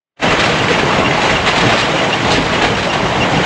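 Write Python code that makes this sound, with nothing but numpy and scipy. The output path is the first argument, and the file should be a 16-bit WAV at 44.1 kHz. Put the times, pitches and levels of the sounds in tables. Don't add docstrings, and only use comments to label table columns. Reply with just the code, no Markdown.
import sys
import numpy as np
from scipy import signal
from scipy.fft import rfft, irfft
from scipy.io import wavfile
from scipy.ndimage import uniform_filter1d, minimum_filter1d

SR = 44100
rng = np.random.default_rng(int(sys.argv[2]) if len(sys.argv) > 2 else 0)


def dump_mix(stems):
    frames = np.atleast_2d(stems).T
    limited = np.clip(frames, -1, 1)
    pcm = np.round(limited * 32767).astype(np.int16)
    wavfile.write(sys.argv[1], SR, pcm)


N = 152145
TIME, FREQ = np.arange(N) / SR, np.fft.rfftfreq(N, 1 / SR)


def amp(db):
    return 10 ** (np.asarray(db) / 20)


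def unit(x):
    return x / np.sqrt(np.mean(x ** 2) + 1e-20)


def read(points, hz):
    f, value = np.transpose(points)
    return np.interp(np.log(hz + 1), np.log(f + 1), value)


def colour(x, db):
    return irfft(rfft(x) * amp(db), N)


def add(mix, s, sound):
    part = mix[max(round(s * SR), 0):][:len(sound)]
    part += sound[:len(part)]


def drift(size):
    noise = rng.standard_normal(N)
    return unit(uniform_filter1d(uniform_filter1d(noise, size), size))


def burst(t, rise, length, fall):
    return np.minimum(t / rise, 1) * np.exp(-np.maximum(t - length, 0) / fall)


def clicks(per_s, spread_db):
    size = amp(spread_db * np.minimum(rng.exponential(1, N), 4))
    return size * rng.choice([-1., 1.], N) * (rng.random(N) < per_s / SR)


PATCH_DB, FLICKER_DB = 1.38, 0.44


def patchy(spectrum):
    frames, bins = N // 128 + 5, 257
    real, imaginary, patches = rng.standard_normal((3, frames, bins))
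    patches = uniform_filter1d(patches, size=10, axis=0)
    patches = unit(uniform_filter1d(patches, size=7, axis=1))
    flicker = unit(uniform_filter1d(rng.standard_normal(frames), size=5))[:, None]
    z = (real + 1j * imaginary) * amp(PATCH_DB * patches + FLICKER_DB * flicker)
    noise = signal.istft(z.T, nperseg=512, noverlap=384)[1][:N]
    return unit(colour(noise, read(spectrum, FREQ)))


# f/Hz, level/dB
RATTLE_SPECTRUM = [(200, -17), (600, 2), (1500, -1.5), (3000, 1), (4500, -9.5), (7500, -18.5), (9000, -24),
                   (11000, -38)]
GRAVEL_DB = -8.5
GRAVEL_PER_S, GRAVEL_SPREAD_DB, GRAVEL_RING_S = 450, 3.5, 0.0056


def gravel():
    t, pebbles = TIME[:1024], np.zeros(N)
    for pitch in np.geomspace(500, 7000, 20):
        modes = pitch * rng.uniform(.6, 1.5, (6, 1))
        ring = np.sin(2 * np.pi * modes * t).sum(0) * np.exp(-t / GRAVEL_RING_S)
        hits = clicks(GRAVEL_PER_S / 20, GRAVEL_SPREAD_DB)
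        pebbles += np.sqrt(pitch) * signal.oaconvolve(hits, ring)[:N]
    return amp(GRAVEL_DB) * unit(colour(pebbles, read(RATTLE_SPECTRUM, FREQ)))


STONES_DB = -5
STONES_PER_S, STONE_SPREAD_DB, STONE_RING_S = 60, 2.5, 0.0052
STONE_LOW_HZ, STONE_HIGH_HZ, STONE_OCTAVES = 790, 2576, .45
BOUNCE_S, BOUNCE_DB = .012, -8


def stones(count=30, size=2048):
    out, t = np.zeros(N), TIME[:size]
    for hz in np.geomspace(STONE_LOW_HZ, STONE_HIGH_HZ, count):
        modes = hz * 2 ** (STONE_OCTAVES * rng.standard_normal((8, 1)))
        signs = rng.choice([-1., 1.], modes.shape)
        clack = (signs * np.sin(2 * np.pi * modes * t)).sum(0) * np.exp(-t / STONE_RING_S)
        add(clack, BOUNCE_S * (.5 + rng.random()), amp(BOUNCE_DB) * clack)
        out += signal.oaconvolve(clicks(STONES_PER_S / count, STONE_SPREAD_DB), clack)[:N]
    return amp(STONES_DB) * unit(colour(out, read(RATTLE_SPECTRUM, FREQ)))


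# t/s, body level/dB, treble level/dB
CHURN_LEVELS = [(.2, -18.5, -19), (.55, -17.5, -20.5), (.85, -17.5, -20.5), (.97, -15.5, -20.5),
                (1.1, -18.5, -22), (1.32, -17, -19), (1.42, -20, -22), (1.6, -16, -19.5),
                (1.78, -20.5, -19), (1.88, -18.5, -21), (2.03, -19, -20.5), (2.2, -20, -22.7),
                (2.32, -17.5, -20), (2.45, -19.3, -23), (2.6, -17, -21.5), (2.75, -19.5, -24),
                (3.03, -18.5, -23), (3.2, -17, -22.5), (3.45, -18, -20.5)]
# f/Hz, level/dB
BODY_SPECTRUM = [(15, -30), (40, -12.5), (80, -5.5), (120, -2.5), (170, 0.5), (230, -2), (350, -2),
                 (600, -2.5), (850, -3), (1300, -10), (2200, -18.5), (5000, -65)]
# f/Hz, level/dB
TREBLE_SPECTRUM = [(15, -50), (200, -36), (700, -6.5), (1200, -0.5), (2000, 1), (3000, -1.5), (4000, -7.5),
                   (5000, -12), (5900, -15), (6700, -14), (8200, -24.5), (9000, -33), (10200, -43),
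                   (14000, -47.5)]


def churn():
    s, body_db, treble_db = np.transpose(CHURN_LEVELS)
    body = amp(np.interp(TIME, s, body_db)) * patchy(BODY_SPECTRUM)
    bright = patchy(TREBLE_SPECTRUM) + gravel() + stones()
    return body + amp(np.interp(TIME, s, treble_db)) * bright


# t/s at the middle, rumble level/dB
JAW_STROKES = [(.34, -27.5), (.68, -42), (.99, -32), (1.36, -27), (1.67, -35), (2.04, -40), (2.41, -25),
               (2.73, -26), (3.11, -32), (3.36, -31.5)]
# f/Hz, level/dB
RUMBLE_SPECTRUM = [(15, -29), (30, -11), (45, 6), (60, 1), (80, 1), (160, -4.5), (500, -58)]
STROKE_WIDTH_S = 0.082
HUM_HZ, HUM_DB, HUM_WAVER_HZ = 118, -35.5, 1.64


def jaw():
    swell = np.zeros(N)
    for s, db in JAW_STROKES:
        swell += amp(db) * np.exp(-.5 * ((TIME - s) / STROKE_WIDTH_S) ** 2)
    rumble = unit(colour(rng.standard_normal(N), read(RUMBLE_SPECTRUM, FREQ)))
    hum_hz = HUM_HZ + HUM_WAVER_HZ * drift(size=6000)
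    hum = np.sqrt(2) * np.sin(2 * np.pi * np.cumsum(hum_hz) / SR)
    return swell * rumble + amp(HUM_DB) * hum


# f/Hz, width/Hz, level/dB
HOPPER_RESONANCES = [(156.6, 10, 2.5), (194, 8.8, 1), (249, 6.1, 2.5), (293, 21, 2), (454, 6, 5),
                     (640, 15, 3), (1134, 23, 3.5), (3846, 42, 5), (4430, 38, -1.5)]


def hopper(x):
    gain_db = np.zeros(len(FREQ))
    for hz, width, db in HOPPER_RESONANCES:
        gain_db += db / (1 + (2 * (FREQ - hz) / width) ** 2)
    return colour(x, gain_db)


# t/s, level/dB, length/s, main pitch f/Hz
BOULDER_KNOCKS = [(0.226, -22, 0.036, 254), (0.263, -22, 0.022, 390), (.268, -23, 0.05, 184),
                  (.29, -21.5, 0.016, 467), (0.329, -23, 0.015, 377), (0.425, -25, 0.019, 408),
                  (0.493, -18.5, 0.013, 462), (.59, -27, .03, 261), (0.596, -23, 0.061, 112),
                  (.686, -19, 0.03, 465), (.825, -20, .02, 253), (0.829, -21, 0.013, 443),
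                  (.84, -25, 0.032, 145.4), (0.863, -22, 0.028, 440), (.89, -23, 0.018, 1095),
                  (.92, -21, 0.017, 862), (0.948, -21, .022, 717), (0.981, -20.5, 0.017, 627),
                  (.978, -21, 0.043, 185.5), (1.02, -20, .024, 1095), (1.048, -20.5, 0.019, 298.5),
                  (1.105, -23, .025, 149), (1.177, -18, 0.013, 843), (1.263, -28, .028, 556),
                  (1.284, -26, 0.039, 163), (1.318, -20, 0.02, 633), (1.469, -20.5, 0.015, 712),
                  (1.59, -25, .02, 499), (1.642, -23, 0.039, 120), (1.657, -32, .04, 211),
                  (1.673, -19, 0.019, 470), (1.675, -24, 0.032, 670), (1.705, -27, 0.033, 970),
                  (1.739, -16.5, 0.019, 528), (1.935, -18.5, 0.019, 530), (2.033, -20.5, .016, 466),
                  (2.244, -19.5, 0.018, 194), (2.255, -24.5, 0.016, 558), (2.29, -26, .018, 184),
                  (2.29, -17, .013, 816), (2.302, -17, .015, 467), (2.328, -19.5, 0.016, 413),
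                  (2.361, -22, .025, 431), (2.38, -19.5, 0.041, 251), (2.383, -19, 0.017, 166),
                  (2.626, -20.5, 0.021, 469), (2.635, -17.5, .012, 800), (2.685, -21, .02, 163),
                  (2.702, -22, 0.018, 432), (2.862, -18, .02, 578), (3.03, -19, 0.022, 175),
                  (3.031, -20, 0.021, 105), (3.076, -22.5, 0.034, 120.5), (3.174, -24, 0.061, 121),
                  (3.198, -25, 0.023, 678), (3.308, -21.5, .04, 145.3), (3.361, -24, 0.018, 303),
                  (3.364, -19.5, 0.016, 155), (3.374, -26, 0.051, 414)]
KNOCK_RISE_S, KNOCK_FALL_S = 0.0039, 0.0099
KNOCK_MODES, KNOCK_OCTAVES, KNOCK_SCATTER_DB = 14, .7, -3.5
KNOCK_WAVER_OCTAVES = 0.056


def knocks(size=8192):
    out, t = np.zeros(N), TIME[:size]
    waver = 2 ** (KNOCK_WAVER_OCTAVES * drift(size=500))
    for s, db, length, hz in BOULDER_KNOCKS:
        turns = np.cumsum(hz * np.interp(s + t, TIME, waver)) / SR
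        main = np.sin(2 * np.pi * (turns + rng.random()))
        ratios = 2 ** (KNOCK_OCTAVES * rng.standard_normal((KNOCK_MODES, 1)))
        phases = rng.random((KNOCK_MODES, 1))
        lesser = np.sin(2 * np.pi * (ratios * turns + phases)).sum(0)
        env = burst(t, KNOCK_RISE_S, length, KNOCK_FALL_S)
        ring = env * (unit(main) + amp(KNOCK_SCATTER_DB) * unit(lesser))
        add(out, s, amp(db) * ring * np.linalg.norm(env) / np.linalg.norm(ring))
    return out


ECHO_DB, ECHO_T60_S = -6, 0.37


def quarry(x):
    t = TIME[:SR // 2]
    present = (rng.random(len(t)) < .05) & (t > .008)
    taps = rng.standard_normal(len(t)) * present * amp(-60 * t / ECHO_T60_S)
    return x + amp(ECHO_DB) * signal.fftconvolve(x, taps / np.linalg.norm(taps))[:N]


# t/s, level/dB, f/Hz, length/s, octave level against the main tone/dB
ROLLER_CHIRPS = [(0.28, -19, 2730, 0.032, -18), (0.436, -15, 2730, 0.015, -16),
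                 (.597, -16.5, 2800, 0.015, -21), (0.75, -19, 2840, .015, -16),
                 (0.904, -19.5, 2770, 0.018, -18), (1.045, -17, 2765, 0.037, -19),
                 (1.213, -22, 2730, 0.017, -18), (1.264, -20, 2870, 0.017, -13),
                 (1.355, -15, 2770, 0.02, -16), (1.508, -16.5, 2730, 0.018, -20),
                 (1.661, -18, 2800, 0.019, -19), (1.733, -20, 2780, .016, -20),
                 (1.825, -16.5, 2816, 0.018, -18), (1.98, -21.5, 2840, 0.032, -18),
                 (2.125, -13, 2790, .019, -20), (2.546, -19, 2890, .017, -20),
                 (2.747, -18.5, 2780, 0.014, -12), (2.893, -19.5, 2780, 0.028, -13),
                 (3.054, -23.5, 2870, .026, -18), (3.206, -16, 2790, 0.024, -19),
                 (3.223, -20, 2830, .021, -14), (3.368, -16, 2820, 0.011, -18)]
CHIRP_RISE_S, CHIRP_STOP_S = 0.0048, 0.0033
CHIRP_FLUTTER_DB, CHIRP_JITTER_HZ = 1.5, 35


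def roller():
    out = np.zeros(N)
    jitter = CHIRP_JITTER_HZ * drift(size=120)
    flutter = amp(CHIRP_FLUTTER_DB * drift(size=100))
    for s, db, hz, length, octave_db in ROLLER_CHIRPS:
        near = (TIME > s) & (TIME < s + length)
        t = TIME[near] - s
        phase = 2 * np.pi * np.cumsum(hz + jitter[near]) / SR
        tone = np.sin(phase) + amp(octave_db) * np.sin(2 * phase)
        env = np.minimum(t / CHIRP_RISE_S, 1) * np.minimum((length - t) / CHIRP_STOP_S, 1)
        out[near] += amp(db) * env * flutter[near] * tone
    return out


# t/s, level/dB, length/s, treble tilt/dB per octave
ROCK_CRACKS = [(.306, -16, 0.02, -1.5), (0.393, -15, 0.021, 1), (0.43, -22, 0.038, 7.5),
               (0.489, -18.5, 0.018, -2), (0.574, -20.5, .015, -2.5), (0.688, -20, 0.044, 1),
               (.785, -17.5, .012, -3), (0.859, -19, 0.033, -6), (0.924, -21.5, 0.027, -3),
               (0.967, -18, 0.025, -10.5), (1.016, -21, 0.027, -12), (1.119, -26, .015, -3),
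               (1.171, -20, 0.013, -4), (1.216, -21, 0.05, 2), (1.293, -17, 0.011, -0.5),
               (1.462, -13.5, 0.028, 0), (1.559, -17.5, 0.031, 1), (1.609, -17, 0.008, 0),
               (1.65, -16, 0.019, -6), (1.69, -17, 0.015, 2), (1.72, -16.5, .025, -2.5),
               (1.775, -21.5, 0.04, 9), (2.135, -24.5, 0.014, 3), (2.246, -21, 0.028, -5),
               (2.273, -22.5, 0.017, -0.5), (2.302, -20.5, 0.011, 8.5), (2.315, -18.5, .012, 10),
               (2.336, -19, 0.013, 5), (2.356, -23.5, 0.017, 0), (2.443, -25.5, .014, 8.5),
               (2.527, -19.5, 0.023, -1.5), (2.62, -15.5, .008, 2), (2.639, -17, 0.012, 0.5),
               (2.666, -24, 0.011, 1), (2.768, -21, 0.035, 1), (2.826, -23.5, 0.029, 3),
               (2.927, -18, 0.01, -1.5), (2.934, -21.5, 0.013, 4), (3.247, -27, .015, -2),
               (3.318, -24.5, 0.047, -1.5)]
# f/Hz, level/dB
CRACK_COLOUR = [(25, -12), (150, -5), (500, -6.5), (1000, -1.5), (2000, 1), (3000, -3), (4200, -7),
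                (5500, -16), (7500, -20), (9000, -31), (11000, -63)]
CRACK_RISE_S, CRACK_FALL_S, TILT_PIVOT_HZ = 0.0011, 0.012, 2000
SPLINTERS_PER_S, SPLINTER_SPREAD_DB = 6000, 3
SNAP_DB, SNAP_S = 2, 0.0018


def cracks(size=8192):
    out, t, hz = np.zeros(N), TIME[:size], np.fft.rfftfreq(size, 1 / SR)
    octaves = np.clip(np.log2((hz + 1) / TILT_PIVOT_HZ), -2, 1)
    snap = amp(SNAP_DB * np.exp(-t / SNAP_S))
    for s, db, length, tilt_db in ROCK_CRACKS:
        shape_db = read(CRACK_COLOUR, hz) + tilt_db * octaves
        splinters = clicks(SPLINTERS_PER_S, SPLINTER_SPREAD_DB)[:size]
        shower = unit(irfft(rfft(splinters) * amp(shape_db)))
        add(out, s, amp(db) * snap * shower * burst(t, CRACK_RISE_S, length, CRACK_FALL_S))
    return out


# f/Hz, gain/dB
SIDE_LEVEL = [(30, -17), (70, -24), (160, -53), (260, -68), (450, -65), (750, -68), (1200, -33.5),
              (2000, -24.5), (4000, -22.5), (8000, -18.5), (11000, -6)]
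# f/Hz, left minus right level/dB
LEFT_RIGHT_BALANCE = [(1200, 0), (2300, -.55), (4100, -.9), (7500, -1), (13000, -3)]
DIFFUSE_SHARE = 0.88


def scene():
    mid = hopper(churn() + jaw() + quarry(knocks() + cracks())) + roller()
    related = signal.hilbert(mid).imag
    diffuse = np.sqrt(1 - DIFFUSE_SHARE) * related + np.sqrt(DIFFUSE_SHARE) * churn()
    side = colour(diffuse, read(SIDE_LEVEL, FREQ))
    lean_db = read(LEFT_RIGHT_BALANCE, FREQ) / 2
    return np.array([colour(mid, lean_db) + side, colour(mid, -lean_db) - side])


# t/s, level/dB
OPENING_FADE = [(0, -87), (.158, -73), (.172, -36), (.187, -35), (.197, -16), (.214, -12.5), (.227, 0.5),
                (.245, 1)]
CEILING, LIMITER_SIZE = .93, 89
EDGE_HZ = 14300


def record(dry):
    x = dry * amp(np.interp(TIME, *np.transpose(OPENING_FADE)))
    room = CEILING / np.maximum(abs(x).max(0), CEILING)
    x = x * uniform_filter1d(minimum_filter1d(room, LIMITER_SIZE), LIMITER_SIZE)
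    lowpass = signal.firwin(511, EDGE_HZ, window=("kaiser", 9), fs=SR)
    return signal.oaconvolve(x, lowpass[None], "same")


dry = scene()
out = record(dry)
dump_mix(out)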